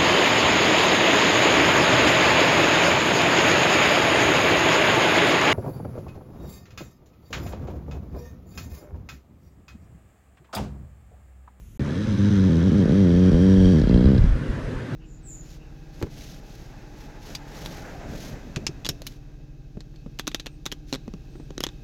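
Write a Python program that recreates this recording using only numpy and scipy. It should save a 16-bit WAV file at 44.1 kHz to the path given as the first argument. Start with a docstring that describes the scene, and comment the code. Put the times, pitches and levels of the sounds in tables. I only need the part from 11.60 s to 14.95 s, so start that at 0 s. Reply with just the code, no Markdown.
"""A moment of quiet room tone and a short silence, then a softly humming room where a dog snores, asleep
close to a phone. Its soft palate flaps about 60-115 times a second, stalling now and then; each flap
sends a falling thud through the throat and a puff of hiss through the nose. The snore swells, slows to
a rattle with wet ticks and ends in a few loose flaps. Air from the nostrils buffets the microphone,
most at the end."""
import sys
import numpy as np
from scipy import signal
from scipy.fft import rfft, irfft, next_fast_len
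from scipy.io import wavfile
from scipy.ndimage import uniform_filter1d, map_coordinates

SR = 44100
rng = np.random.default_rng(int(sys.argv[2]) if len(sys.argv) > 2 else 0)


def dump(signal):
    """Clip the signal to [-1, 1] and save it as 16-bit WAV at the path in sys.argv[1]."""
    limited = np.clip(np.atleast_2d(signal).T, -1, 1)
    pcm = np.round(limited * 32767).astype(np.int16)
    wavfile.write(sys.argv[1], SR, pcm)


N = 147735
TIME_S = np.arange(N) / SR
DOG_START_S, FLAPS_END_S = .1945, 2.59
SLOW_FAST_HZ = (65, 94)  # flap rates of a hard rattle and of a flowing snore


def amp(db):
    """Decibels to gain."""
    return 10 ** (np.asarray(db) / 20)


def unit(x):
    """Normalise to rms 1."""
    return x / np.sqrt(np.mean(x ** 2) + 1e-20)


def eq(points, hz):
    """Gain of an EQ curve drawn through (freq_hz, gain_db) points on a log axis."""
    freq_hz, gain_db = np.transpose(points)
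    return amp(np.interp(np.log(hz + 1), np.log(freq_hz + 1), gain_db))


def automation(rows):
    """One lane, a value per sample, for each column after the time."""
    times, *columns = np.transpose(rows)
    return [np.interp(TIME_S, times, column) for column in columns]


def wobble(rate_hz):
    """Smooth random modulation."""
    knots = rng.standard_normal(int(N * rate_hz / SR) + 4)
    return map_coordinates(knots, [TIME_S * rate_hz])


def filtered(x, response):
    """Filter x with a complex response, a function of frequency."""
    size = next_fast_len(N + SR // 2)
    return irfft(rfft(x, size) * response(np.fft.rfftfreq(size, 1 / SR)), size)[..., :N]


def noise(colour):
    """Noise through an EQ curve, at rms 1."""
    return unit(filtered(rng.standard_normal(N), lambda hz: eq(colour, hz)))


def swell(start_s, peak_db, pitch_hz, length_s):
    """A low tone under a half-sine envelope."""
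    age_s = TIME_S - start_s
    envelope = np.sin(np.pi * np.clip(age_s / length_s, 0, 1))
    return amp(peak_db) * envelope * np.sin(2 * np.pi * pitch_hz * age_s)


# Colour of the quiet room: freq_hz, gain_db
QUIET_ROOM_EQ = [(15, -42), (25, 1.5), (66, 5), (782, -36.5), (3080, -37.5), (4870, -48), (6720, -33.5),
                 (8570, -48), (10100, -38.5), (15500, -43.5)]


def quiet_room():
    """Faint rumble and hiss that stop dead."""
    return amp(-43 + wobble(9.3)) * noise(QUIET_ROOM_EQ) * (TIME_S < .175)


# Colour of the dog's room: freq_hz, gain_db
ROOM_EQ = [(41, -44), (70, -14), (123, 3), (205, -10), (244, -1.5), (266, -5), (418, -11), (446, -13.5),
           (518, -12), (747, -26), (940, -22), (1120, -24), (1620, -21), (2240, -29), (6200, -43.5),
           (6700, -45.5), (11900, -56.5), (12200, -62.5), (14300, -65), (14800, -68.5), (15600, -71),
           (22000, -120)]


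def humming_room(level_db=-30, patch_db=2):
    """Room tone with a loose hum, swelling at random in small patches of time and frequency."""
    fader = amp(level_db + .26 * wobble(14))
    spectrogram = signal.stft(noise(ROOM_EQ), nperseg=1024)[2]
    patches = uniform_filter1d(rng.standard_normal(spectrogram.shape), 3, axis=0)
    patches = unit(uniform_filter1d(patches, 5, axis=1))
    return fader * unit(signal.istft(spectrogram * amp(patch_db * patches), nperseg=1024)[1][:N])


# The palate sticks, then lets go with a flap: release_s, pause_before_s
STALLS = [(.472, 0.02), (0.578, 0.019), (.707, .011), (.896, .01), (1.118, .02), (1.256, .015),
          (1.279, .022), (1.717, .022), (2.216, .015), (2.238, .021), (2.272, .034), (2.295, .021),
          (2.641, .05)]


def palate_flaps(rate_hz, uneven, jitter_cycles=.08, scatter_db=4.5):
    """An impulse per flap, and the phase in cycles; each stall holds the palate and restarts the beat."""
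    chance = rng.standard_normal((N // 64 + 1, 2))
    cycles = np.cumsum(rate_hz) / SR
    origin = np.full(N, np.interp(DOG_START_S, TIME_S, cycles))
    free = (TIME_S > DOG_START_S) & (TIME_S < FLAPS_END_S)
    for release_s, pause_s in STALLS:
        origin[TIME_S >= release_s] = np.interp(release_s, TIME_S, cycles)
        free &= (TIME_S < release_s - pause_s) | (TIME_S >= release_s)
    phase = cycles - origin
    beats = np.flatnonzero((np.diff(np.floor(phase)) != 0) & free[1:]) + 1
    releases = [int(np.ceil(release_s * SR)) for release_s, _ in STALLS]
    onsets = np.union1d(beats, releases)
    timing, strength = chance[:len(onsets)].T * uneven[onsets]
    nudge = np.round(jitter_cycles * timing * SR / rate_hz[onsets]).astype(int)
    return np.bincount(np.clip(onsets + nudge, 0, N - 1), amp(scatter_db * strength), N), phase


# Colour of the throat: freq_hz, gain_db
THROAT_EQ = [(35, -30), (60, -6), (88, -1.5), (197, 2.5), (476, -18.5), (582, -29), (686, -39.5),
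             (1000, -51.5), (1300, -68), (2200, -120)]


def throat(hz, start_cycles=.21):
    """Response of the soft-walled airway: low tones lag, so each thud falls in pitch."""
    lag_s = np.minimum(.001071 * (650.7 / (hz + 1)) ** 1.322, .01551)
    return eq(THROAT_EQ, hz) * np.exp(-2j * np.pi * (np.cumsum(lag_s) * hz[1] + start_cycles))


def throat_thuds(flaps, rate_hz, uneven, level_db, bright_db, rasp_db=-6.5, bass_trade=.38):
    """Flaps and rasp through the throat: a duller throat gives more bass, and slow flaps snap harder."""
    pulses = flaps * np.sqrt(SR / rate_hz)
    source = pulses + amp(rasp_db) * uneven * rng.standard_normal(N)
    bass = lambda hz: 1 / (1 + (hz / 129) ** 8)
    upper = lambda hz: 1 / (1 + (424 / (hz + 1)) ** 10)
    middle = lambda hz: 1 - upper(hz) - bass(hz)
    body = np.zeros(N)
    for band, boost_db in ((bass, -bass_trade * bright_db), (middle, 0), (upper, bright_db)):
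        body += filtered(source * amp(level_db + boost_db), lambda hz: throat(hz) * band(hz))
    makeup = np.sqrt(np.mean(amp(level_db) ** 2) / np.mean(body ** 2))
    snap_send = np.interp(rate_hz, SLOW_FAST_HZ, [amp(6) - 1, 0]) * amp(level_db + bright_db)
    snap = filtered(pulses * snap_send, lambda hz: throat(hz) / (1 + (570 / (hz + 1)) ** 8))
    return makeup * (body + snap)


# Colour of the nose between its resonances: freq_hz, gain_db
NOSE_EQ = [(600, -46), (1200, -20), (3000, -14.5), (6300, -21), (6800, -23), (11500, -37), (15500, -49)]


def nose(air, resonances):
    """Air rings the nasal passages; the result has rms 1."""
    def response(hz):
        peaks = sum(amp(gain_db) / (1 + ((hz - centre_hz) / (width_hz / 2)) ** 2)
                    for centre_hz, width_hz, gain_db in resonances)
        return peaks + eq(NOSE_EQ, hz)
    return unit(filtered(air, response))


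# Nose resonances early, mid-breath and in the slow rattle: centre_hz, width_hz, gain_db
NOSE_EARLY = [(1680, 250, -4), (3300, 270, -5), (3880, 410, -5), (5140, 470, -11.5), (6060, 470, -9)]
NOSE_MIDDLE = [(1669, 200, 0), (3203, 220, 0.5), (3800, 340, -12.5), (4610, 260, -8.5), (5660, 460, -8),
               (8200, 460, -27), (10300, 180, -29.5)]
NOSE_LATE = [(1650, 400, 0), (3230, 230, 0), (4050, 500, -6), (5000, 800, -9)]


def nose_hiss(flaps, phase, rate_hz, puff_s=.00095):
    """A puff of air with each flap; faster flapping brings up a steady flow and a mid-cycle puff."""
    early = np.interp(TIME_S, [.85, 1.7], [1, 0])
    late = np.interp(TIME_S, [2.17, 2.26], [0, 1])
    flow = np.interp(rate_hz, SLOW_FAST_HZ, [.65, 1])
    mid_cycle = (np.diff(np.floor(phase + .5), prepend=0) == 1) & (TIME_S < FLAPS_END_S)
    second_puffs = .45 * flow * (1 - .7 * early) * mid_cycle
    puffs = (flaps + second_puffs) * amp(2.5 * wobble(70))
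    puff_shape = np.exp(-.5 * (np.arange(-300, 301) / SR / puff_s) ** 2)
    envelope = .6 * flow + np.convolve(puffs, puff_shape, "same")
    running_rms = np.sqrt(np.abs(uniform_filter1d(envelope ** 2, SR // 10)) + 1e-9)
    air = envelope / running_rms * rng.standard_normal(N)
    crossfades = np.sqrt(np.clip([early, 1 - early - late, late], 0, 1))
    stages = (NOSE_EARLY, NOSE_MIDDLE, NOSE_LATE)
    return sum(gain * nose(air, resonances) for gain, resonances in zip(crossfades, stages))


# Speed of the palate: time_s, flap_rate_hz
FLAP_RATE = [(.2, 73), (.3, 69), (.33, 81), (.39, 99), (.46, 115), (.55, 95), (.58, 100), (.61, 99),
             (.7, 104), (.74, 100.4), (.8, 94.5), (.88, 94), (.91, 80.8), (1.03, 85), (1.055, 98.4),
             (1.1, 89), (1.12, 79), (1.14, 80), (1.155, 103), (1.19, 101), (1.21, 92), (1.235, 82),
             (1.26, 66), (1.285, 65.7), (1.31, 68.5), (1.33, 90), (1.37, 101), (1.41, 98.5), (1.45, 89),
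             (1.5, 84.7), (1.6, 91.5), (1.69, 93), (1.72, 70.4), (1.745, 82.7), (1.8, 86), (1.82, 94.3),
             (1.95, 95.8), (2.07, 91), (2.115, 96), (2.135, 78), (2.19, 78), (2.21, 61.7), (2.43, 61.2),
             (2.46, 66.6), (2.5, 68), (2.55, 63), (2.6, 61)]
# Roughness of the flapping: time_s, unevenness (0-1)
UNEVENNESS = [(.2, .45), (.33, .35), (.5, .2), (.62, .12), (.85, .1), (.9, .17), (1.0, .1), (1.1, .2),
              (1.3, .25), (1.36, .15), (1.66, .15), (1.72, .25), (1.82, .09), (2.1, .1), (2.19, .1),
              (2.25, .2), (2.35, .12), (2.55, .14), (2.62, .6)]
# Fader rides of the breath: time_s, level_db, upper_throat_db (relative to level), hiss_db
BREATH = [(.2, -28.5, -18.5, -56.5), (.32, -29, -16.5, -49), (.45, -24, -16, -47.5), (.55, -23, -27.5, -47),
          (.65, -19, -21, -45.5), (.77, -18, -20, -45), (.88, -16.5, -15.5, -48.5),
          (1.0, -18, -13.5, -49.5), (1.15, -15.5, -13, -50), (1.28, -17.5, -7.5, -50.5),
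          (1.4, -15, -10.5, -49), (1.53, -15.5, -8.5, -49.5), (1.66, -14, -10.5, -46.5),
          (1.75, -16.5, -6, -44), (1.86, -13.5, -10.5, -44.5), (2.1, -13.5, -9.5, -42.5),
          (2.17, -14, -13, -45.5), (2.21, -17.5, -10, -49), (2.32, -15, -10, -46),
          (2.48, -14.5, -12, -47.5), (2.53, -16, -9.5, -50.5), (2.585, -21, -15.5, -52)]


def snore(neutral_upper_db=-16, hiss_trim_db=.5, fade_s=.17):
    """One breath: the flapping palate drives throat and nose, with wet ticks and loose flaps to end."""
    rate_hz, = automation(FLAP_RATE)
    uneven, = automation(UNEVENNESS)
    level_db, upper_db, hiss_db = automation(BREATH)
    flaps, phase = palate_flaps(rate_hz, uneven)
    thuds = throat_thuds(flaps, rate_hz, uneven, level_db, bright_db=upper_db - neutral_upper_db)
    ending = wet_ticks() + loose_flaps()
    hiss = amp(hiss_db + hiss_trim_db) * nose_hiss(flaps, phase, rate_hz)
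    fade = np.exp(-np.maximum(TIME_S - FLAPS_END_S, 0) / fade_s)
    return fade * (thuds + hiss) + ending


# Strength of the draught: time_s, level_db
DRAUGHT = [(0.2, -38), (0.39, -34), (0.92, -37.5), (1.83, -28), (2.26, -30.5), (2.5, -22.5), (3.35, -50)]
# Colour of its rumble: freq_hz, gain_db
DRAUGHT_EQ = [(12, -36.5), (28, -15), (42, -12), (80, -5), (160, -21), (400, -68), (800, -120)]


def nostril_draught():
    """Air from the nostrils lays a lumpy rumble on the microphone."""
    level_db, = automation(DRAUGHT)
    return amp(level_db + 2.8 * wobble(16)) * noise(DRAUGHT_EQ)


# Gusts of breath: start_s, peak_db, pitch_hz, length_s
GUSTS = [(1.527, -26, 44.9, 0.073), (1.72, -12, 47.5, 0.047), (1.969, -16.5, 54.84, .04),
         (2.029, -16, 40.22, 0.072), (2.2, -15.5, 45.52, 0.11), (2.335, -7.5, 56.07, 0.037),
         (2.376, -18.5, 39.86, 0.045), (2.442, -11, 55.03, 0.036), (2.604, -8, 38, 0.026),
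         (2.636, -6, 45.2, 0.015), (2.658, -9.5, 39.4, 0.052), (2.706, -9, 39, 0.031),
         (2.739, -16, 42, 0.035), (2.886, -15.5, 44.8, 0.0306), (3.02, -25, 40, 0.072),
         (3.14, -25.5, 36.2, 0.05)]


def gusts():
    """Breath buffets the microphone in short sub-bass bumps."""
    return sum(swell(*gust) for gust in GUSTS)


# Wet ticks: start_s, level_db
TICKS = [(2.216, -38), (2.291, -41), (2.456, -41), (2.58, -35)]


def wet_ticks(decay_s=.004):
    """Bright ticks ring through the nose, the last as the palate shuts."""
    envelope = sum(amp(level_db) * (TIME_S > start_s) * np.exp(-np.maximum(TIME_S - start_s, 0) / decay_s)
                   for start_s, level_db in TICKS)
    return envelope * nose(rng.standard_normal(N), resonances=[(4000, 500, 2), (5000, 600, -3)])


# Last flaps of the palate: start_s, peak_db, pitch_hz, length_s
LOOSE_FLAPS = [(2.585, -12.5, 113.5, .025), (2.612, -17.5, 98, 0.047), (2.632, -14, 140, 0.027)]


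def loose_flaps():
    """The palate flaps loosely, closing the snore with soft low thumps."""
    return sum(swell(*flap) for flap in LOOSE_FLAPS)


def scene():
    """The quiet room, a short silence, then the dog in its humming room; mono."""
    opening = quiet_room()
    dog_in_room = snore() + nostril_draught() + gusts() + humming_room()
    return (opening + dog_in_room * (TIME_S > DOG_START_S))[None]


def record(dry, top_hz=15500):
    """The phone keeps nothing above its band limit."""
    return filtered(dry, lambda hz: hz < top_hz)


dry = scene()
out = record(dry)
dump(out)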